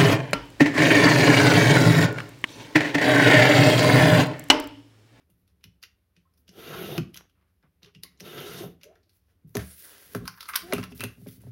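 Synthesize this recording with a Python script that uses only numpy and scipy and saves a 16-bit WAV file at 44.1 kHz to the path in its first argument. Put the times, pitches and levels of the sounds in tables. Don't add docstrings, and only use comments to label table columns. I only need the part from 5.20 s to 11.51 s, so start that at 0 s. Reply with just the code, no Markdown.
import sys
import numpy as np
from scipy import signal
from scipy.fft import rfft, irfft
from scipy.io import wavfile
from scipy.ndimage import uniform_filter1d, map_coordinates

SR = 44100
rng = np.random.default_rng(int(sys.argv[2]) if len(sys.argv) > 2 else 0)


def to_linear_factor(level_db):
    exponent = np.asarray(level_db, float) / 20
    return 10 ** exponent


def file_out(sig):
    cols = np.atleast_2d(sig).T
    lim = np.clip(cols, -1, 1)
    pcm = np.round(lim * 32767).astype(np.int16)
    wavfile.write(sys.argv[1], SR, pcm)


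N = 278395
TIME = np.arange(N) / SR

# (frequency [Hz], level [dB], t60 [s])
TABLE_MODES = [(68.5, 4.5, 0.22), (99, -5.5, 0.24), (124, -4.5, 0.15), (146, -4.5, 0.23), (167.1, 0.5, 0.3),
               (185.8, 2.5, 0.22), (250, -2.5, 0.17), (300, -7, 0.21), (345, -10.5, 0.21), (411, -7, 0.17),
               (488.5, -13, 0.15)]
# (frequency [Hz], level [dB])
HOUSING = [(6000, -2), (7000, -8), (7900, -12.5), (9000, -1), (10500, 2), (16300, -8), (17200, -51.5)]


def cutting():
    # (time [s], blade speed [dB], table rumble above it [dB], dryness of tear [dB])
    cuts = [
        [(1.31, -72.5, 10.5, 6), (1.39, -47.5, 1.5, 0), (1.48, -44, 3, -15), (1.55, -41.5, 2, -12),
         (1.63, -40.5, 6, -12), (1.665, -41, 1.5, -1), (1.72, -42, 6, -5), (1.775, -42.5, 7, -9)],
        [(3.012, -64, 7, -2), (3.06, -46, 2.5, 3), (3.13, -44, 0.5, -7), (3.2, -41.5, 3, -9),
         (3.28, -45.5, 5.5, 9), (3.34, -46, 6, 5.5), (3.39, -44, 2.5, 9), (3.44, -48, 11.5, 4),
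         (3.55, -76, 9, -3)],
    ]
    # (frequency [Hz], width [Hz], level [dB], flare place along cut [0-1])
    blade_modes = [(1316, 300, 18.5, 0.5), (2084, 290, 10.5, 0.6), (2900, 430, 16.5, 0.38),
                   (3330, 240, 15, 0.89), (3710, 110, 19, 0.98), (4540, 900, 6.5, 0), (6470, 510, 8, 0.4)]
    # (frequency [Hz], width [Hz], level [dB])
    top_modes = [(161, 54, -0.5), (262.7, 21, -1.5), (357, 39, 1), (430, 80, -6), (655, 54, -5.5)]
    # (frequency [Hz], level [dB per Hz])
    fibre = [(950, -29.5), (1300, 6.5), (2000, 3.5), (3500, 3.5), (4600, -11.5), (6800, -12), (7800, -31.5),
             (9000, -15.5), (11500, -2), (16000, -9)]
    flare_db, flare_span, tear_level_db = 5.5, 0.074, -10.5
    tearing = colour(grit(4000, spread_db=3.0, flicker_db=1.5), fibre)
    scrape = grit(3000, spread_db=3.0, flicker_db=2.0)
    along = sum(np.clip((TIME - cut[0][0]) / (cut[-1][0] - cut[0][0]), 0, 1) for cut in cuts) % 1

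    steel = 0
    for *mode, place in blade_modes:
        flare = flare_db * np.exp(-((along - place) / flare_span) ** 2) + 2.6 * walk(25)
        steel = steel + drifting(resonate(scrape, [mode])) * to_linear_factor(flare)
    steel = unit(colour(steel, HOUSING))
    body = unit(unit(band(tearing, 1200, 9800)) + 1.7 * steel)
    tear = unit(colour(band(grit(4000, spread_db=2.2, flicker_db=1.6), 3600, 8500), HOUSING))
    drag = band(grit(900, spread_db=-0.5, flicker_db=1.5), 82, 730)
    table = unit(sum(resonate(drag, [mode]) * to_linear_factor(3.25 * walk(17)) for mode in top_modes))
    hiss = unit(treble(tearing))

    out = 0
    for cut in cuts:
        on, (speed_db, table_db, dry_db) = curves(cut)
        hiss_db = -9.5 + 0.67 * np.minimum(table_db, 13)
        layers = body + to_linear_factor(tear_level_db + dry_db) * tear + to_linear_factor(table_db) * table + to_linear_factor(hiss_db) * hiss
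        out = out + on * to_linear_factor(speed_db - 2.5) * layers
    return out


def drifting(x):
    drift_share, rate_hz = 0.035, 7
    slide = uniform_filter1d(walk(rate_hz), SR // rate_hz)
    where = np.arange(N) + drift_share * SR / 14 * slide
    return map_coordinates(x, [where], order=1, mode="mirror")


def contacts():
    # (time [s], peak [dB], ring [Hz], bright edge [dB])
    ruler = [(0.4406, -32, 2920, -8), (.628, -32.5, 4770, -4), (0.6356, -33, 2760, -5),
             (0.965, -48.5, 2650, -35), (1.279, -45, 3050, -5), (1.291, -37.5, 5500, -17),
             (1.9438, -33, 3070, -0.5), (1.965, -35, 6800, 2.5), (1.9732, -24.5, 6200, -8),
             (2.631, -38, 4000, -11), (2.646, -40.5, 2900, -19), (2.66, -46, 3160, -18),
             (2.749, -41.5, 2670, -18), (2.835, -23.5, 4200, 0), (2.974, -61, 5400, -19.5),
             (3, -38.5, 3020, 0), (3.005, -27.5, 5530, -8), (3.612, -50, 2260, -10),
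             (3.6335, -32.5, 2700, -3), (3.641, -36, 6060, -8), (3.8304, -62, 4200, -19),
             (3.894, -53.5, 4240, -5)]
    # (time [s], peak [dB], ring [Hz], bright edge [dB])
    touches = [(0.1004, -63, 2780, 7.5), (0.2773, -60.5, 3870, 3), (0.409, -66, 2500, -9),
               (1.138, -62, 5300, 0), (1.176, -60, 5140, 2), (1.958, -33.5, 3000, -14),
               (2.0968, -59, 2980, -2), (2.427, -59, 1730, -12.5), (3.755, -54, 1780, -9),
               (5.7218, -42, 2600, -14), (6.087, -42, 3550, -1), (6.217, -63, 2330, 16.5),]
    # (time [s], peak [dB],
    # ring [Hz], bright edge [dB], low clack [dB])
    handle = [(1.7797, -16.5, 2570, -5, -11), (4.353, -19, 6300, -5.5, -12), (4.369, -18.5, 1800, 1.5, -10),
              (4.9491, -23, 1590, 0.5, 0), (4.966, -53, 1620, -6, -3), (5.0544, -38.5, 4000, -1, 2.5),
              (5.072, -42, 2110, 1, -23), (5.078, -18, 4900, -3, -9), (5.14, -49, 2100, -12, 0),
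              (5.1755, -44, 1690, -6, 0.5), (5.2068, -28.5, 4150, -1.5, -10), (5.2287, -31.5, 4770, -2, -7),
              (5.2555, -38, 4370, -12, -3), (5.283, -41, 2156, 4, -6), (5.2879, -28.5, 2100, 4, 0.5),
              (5.2954, -34.5, 2100, 6, 6.5), (5.31, -44, 2200, -11, -11), (5.331, -39, 2200, -11, -6),
              (5.336, -26, 2210, -12, -3.5), (5.344, -27.5, 2220, -1.5, -1), (5.356, -15.5, 3630, 1, -7),
              (5.3592, -10.5, 4500, 6.5, -11.5), (5.363, -24, 2350, -8, -19), (5.3665, -28, 5500, -2, -12),
              (5.371, -24.5, 2450, -4, -6), (5.392, -38, 5000, -7, -16), (5.42, -36, 2300, -10, -11),
              (5.5249, -14.5, 2210, -30, -6), (6.0684, -45, 2240, -2, -24)]
    # (time [s], peak [dB], bright edge [dB], low clack [dB])
    steel = [(5.5347, -16.5, 4.5, -6), (5.549, -43, -9, -4), (5.56, -38, -6, -14), (5.582, -31.5, -4, 5),
             (5.6296, -28, -7, -6), (5.6342, -36, -2, -3), (5.639, -27.5, -3.5, -9), (5.644, -39, -8, -5),
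             (5.796, -34, -10, -34), (5.8065, -23.5, 4, -7.5), (5.838, -21.5, 4, -8), (5.843, -28, -9, -11)]
    ruler_clack_db, touch_clack_db, steel_hz = -54, -14, 2600
    # rows, broad scrape beside the ring [dB], contact [ms]
    objects = [
        ([(*row, ruler_clack_db) for row in ruler], -0.5, 1.92),
        ([(*row, touch_clack_db) for row in touches], -8, 0.78),
        (handle, -3.5, 3.1),
        ([(s, db, steel_hz, *mix) for s, db, *mix in steel], 4, 1.73),
    ]
    shorter_per_db = 0.5
    return [(*row, broad_db, ms * to_linear_factor(-shorter_per_db * (row[1] + 30.5)))
            for rows, broad_db, ms in objects for row in rows]


def ticks():
    out, t, lead_s = np.zeros(N), TIME[:3000], 0.01
    since = t - lead_s
    for s, db, hz, edge_db, clack_db, broad_db, ms in contacts():
        contact_s = max(ms, 0.2) / 1000
        before = 0.14 * np.exp(since / (2.6 * contact_s))
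        after = np.exp(-since / (0.75 * contact_s)) + 0.29 * np.exp(-since / (6.1 * contact_s))
        chatter = rng.standard_normal(len(t)) * np.where(since < 0, before, after)
        chatter[int(lead_s * SR)] += 3.5
        broad = 0.6 * to_linear_factor(broad_db) * unit(band(chatter, 1670, 6100))
        part = broad + 0.68 * unit(resonate(chatter, [(hz, hz / 5.7, 0)]))
        snap = chatter * (np.abs(since) < 0.0015)
        edge = treble(snap, top_hz=17730) + treble(chatter - snap)
        add(out, s - lead_s, part, db)
        add(out, s - lead_s, edge, db + edge_db)
        add(out, s - lead_s, -band(chatter, 970, 1460), db + clack_db)
    return colour(out, HOUSING)


def sweeping():
    # (time [s], speed [dB], lightness [dB], hollow tone muffled [0-1], edge hiss [dB])
    sweep = [
        (4.39, -47, -7, 0.1, -14),
        (4.46, -55, 2, 0, -1),
        (4.52, -55, -0.5, 0.5, 13.5),
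        (4.565, -56.5, 3.5, 0.7, -1),
        (4.6, -51, 5, .95, -16),
        (4.65, -51, 2.5, 0, 4.5),
        (4.75, -52, -1.2, 0, -34),
        (4.81, -56, 0, 0, -14),
        (4.94, -53.5, 1.5, 0, -19),
    ]
    # (start [s], length [s], level [dB], lightness [dB])
    rustles = [(4.95, 0.014, -44, -2), (5.0, 0.31, -76, 14.5), (5.2, 0.066, -61, -2.5),
               (5.29, 0.035, -62, 5), (5.37, 0.072, -53.5, 0.5), (5.46, 0.063, -58, -5),
               (5.54, .11, -56.5, -5.5), (5.745, 0.069, -55, 3.5), (5.81, 0.06, -55.5, -4.5),
               (5.9, 0.16, -70.5, 4.5), (6.075, 0.085, -60.5, 5.5), (6.2, 0.085, -67.5, -1),
               (.1, 0.12, -84.5, 7), (1.17, 0.035, -84, 11), (3.9, 0.07, -76.5, 4), (4.08, 0.051, -80, -4),
               (4.27, 0.07, -76, 7.5)]
    # (frequency [Hz], level [dB per Hz])
    paper = [(300, 2.5), (480, 2.5), (700, -3.5), (980, -6.5), (1600, -0.5), (2600, -6), (5500, -4),
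             (7700, -9.5), (9000, -3.5), (11500, 11.5), (16000, 12.5)]
    on, (speed_db, light_db, muffled, edge_db) = curves(sweep)
    slide = rasp(on * to_linear_factor(speed_db), light_db, paper, patchy_db=1.0, slips=6100, spread_db=3.5)
    slide = slide - np.clip(muffled, 0, 1) * resonate(slide, [(900, 900, 0)])
    slide = slide + to_linear_factor(edge_db) * resonate(slide, [(9300, 1500, 0)])
    crackle = rasp(*strokes(rustles), paper, patchy_db=2.5, slips=1700, spread_db=2.5)
    return to_linear_factor(-3.0) * (slide + crackle)


def thuds():
    # (time [s], peak [dB], favoured pitch [Hz], woody knock [dB], late boom [dB])
    blows = [(0.094, -55.5, 91, -10.5, -8.5), (0.443, -47.5, 97, -18, -7), (0.63, -69.5, 479, 5, -9),
             (0.966, -56, 168, -13, -15), (1.283, -49, 191, -6.5, -17), (1.777, -25.5, 164, -1, -12),
             (1.803, -30.5, 135, -25, -13), (1.867, -45.5, 233, -24.5, -16), (1.95, -55, 172, -4, -10),
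             (2.434, -57.5, 147.5, -10.5, -15.5), (2.626, -54, 171, -7, -4.5),
             (2.751, -45.5, 161, -22, -9.5), (2.835, -56.5, 257, 4, -20), (3.005, -44.5, 177, -1, -13),
             (3.405, -32, 358, -25, -12), (3.441, -34, 150.6, -11, -32), (4.238, -43, 147.5, -30, -9),
             (4.282, -54.5, 96, -29, -2.5), (4.351, -24.5, 250, 2, -6.5), (4.369, -29, 190.2, -28, -10),
             (4.948, -26.5, 250, 2, -5), (5.015, -36, 250, -12, -11), (5.078, -47, 155, -19, -5),
             (5.526, -24.5, 250, 6.5, -12.5), (5.58, -27.5, 249, -1.5, -5), (5.601, -33.5, 183, -10, -6),
             (5.641, -51, 176, -4, -14), (5.717, -39.5, 250, -5, -7), (5.795, -37, 250, -5.5, 0.5),
             (5.833, -30.5, 247, 0, -2), (5.974, -47.5, 250, -10, -1), (6.014, -41.5, 179.6, -13, -0.5),
             (6.062, -34, 254, -5.5, -8), (6.17, -46, 250, -28, -1.5), (6.235, -44, 178, -6, 5),
             (6.266, -43, 250, -4, 9)]
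    boom_mode, boom_late = (114.9, 0, 0.14), 2.1
    near_knock_hz, far_knock_hz, far_from_s = 345, 405.7, 4.3
    out, t = np.zeros(N), TIME[:6000]
    modes_hz, count = np.transpose(TABLE_MODES)[0], len(TABLE_MODES)
    for s, db, hz, knock_db, boom_db in blows:
        decay_share = max(1 - 0.01 * (db + 25), 0.1)
        gains = to_linear_factor(0.5 * rng.standard_normal(count) - 6.2 * np.abs(np.log2(modes_hz / hz)))
        phases = np.pi * rng.standard_normal(count)
        body = ring([*TABLE_MODES, (hz, 9.5, 0.13)], [*gains, -1], decay_share, [*phases, 0], late=0.93)
        add(out, s, band(body, 96, 1200), db)
        add(out, s, ring([boom_mode], [1], decay_share, late=boom_late), db + boom_db)
        knock_hz = far_knock_hz if s > far_from_s else near_knock_hz
        burst = band(rng.standard_normal(len(t)) * np.exp(-t / 0.0089), 323, 700)
        tone = ring([(knock_hz, 0, 0.085)], [1], late=0.92)[:len(t)]
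        add(out, s, unit(burst) + 1.07 * unit(tone), db + knock_db)
    return out


def ringing_parts():
    # (time [s], peak [dB], pitch [Hz], t60 [s], looseness [0-4])
    rings = [(1.051, -65.5, 1048, 0.09, .5), (1.071, -68, 1260, 0.054, 0.54), (2.841, -53, 1086, 0.14, 3.2),
             (1.78, -27, 345, 0.098, 0.33), (1.777, -20, 162.4, 0.11, 0.24), (1.796, -30, 250, 0.15, 0.31),
             (2.75, -50, 2760, 0.093, 2.7), (2.974, -67, 6840, 0.047, .6), (2.974, -63, 4040, 0.055, 0.54),
             (2.838, -49, 2110, 0.28, 2.7), (2.647, -53.5, 394, 0.079, 0.47), (3.757, -64, 1360, 0.12, .8),
             (4.15, -57.5, 82.8, 0.27, 1.3), (4.352, -31, 638, 0.1, 0.59), (4.37, -35, 72, 0.25, 0.68),
             (5.289, -36.5, 2140, 0.076, 1.4), (5.295, -35, 1124, 0.17, 0.39), (5.312, -54, 1160, 0.3, .6),
             (5.335, -32, 1170, 0.15, 0.69), (5.411, -41, 4580, 0.12, 3), (5.342, -52, 1170, 0.082, .8),
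             (5.367, -38, 1090, 0.083, 0.51), (5.41, -53, 1370, .07, 1.5), (5.533, -24, 2550, 0.11, 1.7),
             (5.582, -36, 2630, 0.066, 1.5), (5.582, -36, 1187, 0.028, 0.54),
             (5.632, -33.5, 2680, 0.045, 3), (5.723, -46, 2600, 0.039, 1.2), (5.796, -39, 2600, 0.045, 1.3),
             (5.809, -27.5, 2610, 0.053, .45), (5.836, -33, 2590, 0.11, 0.5),
             (5.88, -44, 2640, 0.078, 0.29)]
    # (pitch ratio [1], level [dB])
    part_modes = [(.945, -5), (1, 6), (1.022, 12.5), (1.06, -17.5)]
    rattle_share = 0.13
    out = np.zeros(N)
    for s, db, hz, t60, loose in rings:
        gains = to_linear_factor(5.2 * rng.standard_normal(len(part_modes)))
        tone = ring([(hz * ratio, mode_db, t60) for ratio, mode_db in part_modes], gains, late=0.7)
        width = int(SR / (rattle_share * hz)) + 1
        rattle = unit(uniform_filter1d(rng.standard_normal(SR // 3), width))
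        add(out, s, (1 + loose * rattle) * tone, db)
    return out


def creaks():
    # (time [s], lower pitch [Hz], upper pitch [Hz], level [dB], upper share [dB])
    glides = [
        [(3.635, 398.3, 561, -73, 13), (3.665, 427, 615, -51.5, -5), (3.7, 431, 655, -59.5, 7.5),
         (3.75, 423, 687, -68, 1), (3.8, 386.5, 694, -75, -17), (3.88, 345, 630, -76, -4)],
        [(5.42, 300, 645, -61, -21), (5.44, 337, 658, -42.5, -6), (5.48, 358, 736, -44.5, -11),
         (5.525, 377, 734, -36, 0), (5.585, 380, 722, -58, -5)],
    ]
    roughness = [.12, .029]
    out = 0
    for glide, rough in zip(glides, roughness):
        on, (low_hz, high_hz, db, share_db) = curves(glide)
        for hz, gain_db in ((low_hz, db), (high_hz, db + share_db)):
            phase = 2 * np.pi * np.cumsum(hz * (1 + rough * walk(260))) / SR
            out = out + on * to_linear_factor(gain_db + 26 * rough * walk(90)) * np.sin(phase)
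    return out


def hands():
    # (start [s], length [s], level [dB], lightness [dB])
    shifts = [(0., 0.021, -80, -1), (.27, 0.039, -79.5, 0), (1.85, 0.052, -75, -3), (1.955, 0.052, -62, -8),
              (2.15, 0.053, -90, -9), (2.21, 0.1, -86, -7.5), (2.43, 0.011, -80.5, -13.5),
              (2.617, 0.073, -70, -7), (2.86, 0.14, -76, -1), (3.63, 0.17, -80.5, -10),
              (3.98, 0.15, -86.5, 8.5), (5.67, 0.21, -74.5, 17.5)]
    # (frequency [Hz], level [dB per Hz])
    skin = [(300, 7), (600, 0), (1100, 4.5), (2000, -1.5), (2800, -3.5), (5400, -17), (7900, -46),
            (10500, -34), (16000, -43)]
    # (time [s], rumble [dB])
    leaning = [(0., -69), (.5, -67.5), (.9, -86), (1.3, -62), (1.9, -53), (2.25, -84.5), (3., -62.5),
               (3.5, -56), (4., -80.5), (4.4, -60), (4.7, -84), (5.04, -36), (5.15, -78), (5.5, -45.5),
               (5.8, -48.5), (5.96, -56), (6.06, -59), (6.31, -50.5)]
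    rub = rasp(*strokes(shifts), skin, patchy_db=5, slips=3800, spread_db=4.0)
    return to_linear_factor(-4.5) * (rub + to_linear_factor(np.interp(TIME, *np.transpose(leaning))) * rumble())


def rumble():
    push = rng.standard_normal(N) * to_linear_factor(0.63 * walk(9.9))
    return unit(resonate(push, [(hz, 25, db) for hz, db, _ in TABLE_MODES]))


def room_air():
    # (frequency [Hz], level [dB per Hz])
    air_spectrum = [(15, -41), (25, -6), (64, 4.5), (92, 5.5), (141, -17), (293, -15.5), (607, -22.5),
                    (988, -25.5), (2160, -29), (5430, -35.5), (7710, -42), (11300, -31), (16000, -35.5)]
    return to_linear_factor(-69.5) * unit(colour(rng.standard_normal(N), air_spectrum))


def appliance_hum():
    return to_linear_factor(-82.5) * unit(resonate(rng.standard_normal(N), [(185, 6.1, 0)]))


def room(x):
    # (frequency [Hz], t60 [s])
    room_decay = [(150, 0.39), (1000, 0.28), (3000, 0.28), (8000, 0.22), (15000, 0.18)]
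    level_db, onset_s = -10, 0.0018
    t, tail = TIME[:SR // 2], 0
    hz, t60 = np.transpose(room_decay)
    for centre_hz in 90 * 2.0 ** np.arange(8):
        decay_s = np.interp(np.log(centre_hz), np.log(hz), t60)
        octave = band(rng.standard_normal(len(t)), centre_hz / 2 ** 0.5, centre_hz * 2 ** 0.5)
        tail = tail + octave * np.exp(-np.log(1000) * t / decay_s)
    tail *= np.clip(t / onset_s, 0, 1)
    return to_linear_factor(level_db) * signal.fftconvolve(x, tail / np.sqrt(np.sum(tail ** 2)))[:N]


def rasp(gain, light_db, spectrum, patchy_db, slips, spread_db):
    fine = colour(grit(slips, spread_db, flicker_db=-1.5), spectrum)
    low = unit(band(fine, 300, 2200) * to_linear_factor(patchy_db * walk(18)))
    mid = unit(band(fine, 2200, 8000) * to_linear_factor(patchy_db * walk(18)))
    hiss = unit(treble(fine) * to_linear_factor(patchy_db * walk(30)))
    return gain * (to_linear_factor(-3.0 - 1.81 * light_db) * low - mid + to_linear_factor(light_db) * hiss)


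def strokes(rows):
    rise_s, fade_s = 0.0048, 0.02
    gain, light = np.full(N, 1e-9), 0
    for s, length_s, db, light_db in rows:
        fade = np.exp(-np.maximum(TIME - s - length_s, 0) / fade_s)
        shape = to_linear_factor(db) * np.clip((TIME - s) / rise_s, 0, 1) * fade
        gain = gain + shape
        light = light + shape * light_db
    return gain, light / gain


def grit(rate, spread_db, flicker_db):
    slips = (rng.random(N) < rate / SR) * rng.standard_normal(N) * to_linear_factor(spread_db * rng.exponential(size=N))
    return unit((unit(slips) + 1.42 * rng.standard_normal(N)) * to_linear_factor(flicker_db * walk(60)))


def ring(modes, gains, scale=1, phases=None, late=0):
    t, out = TIME[:SR // 3], 0
    phases = np.zeros(len(modes)) if phases is None else phases
    for (hz, db, t60), gain, phase in zip(modes, gains, phases):
        arrival_s = 1e-9 + late * 0.0082 * (250 / hz) ** 0.64
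        swell = 1 - np.exp(-(t / arrival_s) ** 2)
        decay = np.exp(-np.log(1000) * t / (t60 * scale))
        out = out + gain * to_linear_factor(db) * swell * np.sin(2 * np.pi * hz * t + phase) * decay
    return out


def resonate(x, peaks):
    out = 0
    for k, (hz, width_hz, db) in enumerate(peaks):
        peak = signal.lfilter(*signal.iirpeak(hz, hz / max(width_hz, 10), SR), x)
        out = out + (-1) ** k * to_linear_factor(db) * peak
    return out


def colour(x, points):
    hz, db = np.transpose(points)
    grid_hz = np.maximum(np.arange(2049) * SR / 4096, 1)
    ceps = irfft(np.interp(np.log(grid_hz), np.log(hz), db) * np.log(10) / 20)
    ceps[1:2048] *= 2
    ceps[2049:] = 0
    return signal.oaconvolve(x, irfft(np.exp(rfft(ceps))))[:len(x)]


def band(x, lo_hz, hi_hz):
    return signal.sosfilt(signal.butter(2, [lo_hz, hi_hz], "band", fs=SR, output="sos"), x)


def below(x, top_hz, stop_db=50):
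    return signal.sosfilt(signal.ellip(8, 0.2, stop_db, top_hz, fs=SR, output="sos"), x)


def treble(x, top_hz=15800):
    return below(signal.sosfilt(signal.butter(4, 7800, "high", fs=SR, output="sos"), x), top_hz)


def unit(x):
    return x / np.sqrt(np.mean(x ** 2))


def curves(table):
    s, *columns = np.transpose(table)
    inside = uniform_filter1d(1.0 * ((TIME > s[0]) & (TIME < s[-1])), 400)
    return inside, [np.interp(TIME, s, column) for column in columns]


def walk(rate_hz):
    hold = int(SR / rate_hz)
    return uniform_filter1d(np.repeat(rng.standard_normal(N // hold + 1), hold), hold)[:N]


def add(out, s, x, db):
    i = int(s * SR)
    x = x[:N - i]
    out[i:i + len(x)] += x * to_linear_factor(db) / np.abs(x).max()


def scene():
    sharp, parts = ticks(), ringing_parts()
    low = band(parts, 40, 500)
    near = cutting() + sweeping() + parts - low + creaks()
    blows = thuds() + low
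    echoes = room(near + sharp + to_linear_factor(-8) * blows)
    rest = near + blows + echoes + hands() + room_air() + appliance_hum()
    return (sharp + below(rest, 15800))[None]


def band_limit(x):
    return signal.sosfilt(signal.butter(12, 16990, fs=SR, output="sos"), x)


def record(dry):
    desk_hz, desk_q, desk_share = 890, 3.7, 0.3
    mix = signal.sosfilt(signal.butter(3, 55, "high", fs=SR, output="sos"), dry)
    mix = mix - desk_share * signal.lfilter(*signal.iirpeak(desk_hz, desk_q, SR), mix)
    mix = below(mix, 16500, stop_db=60)
    return band_limit(mix)


dry = scene()
out = record(dry)
file_out(out)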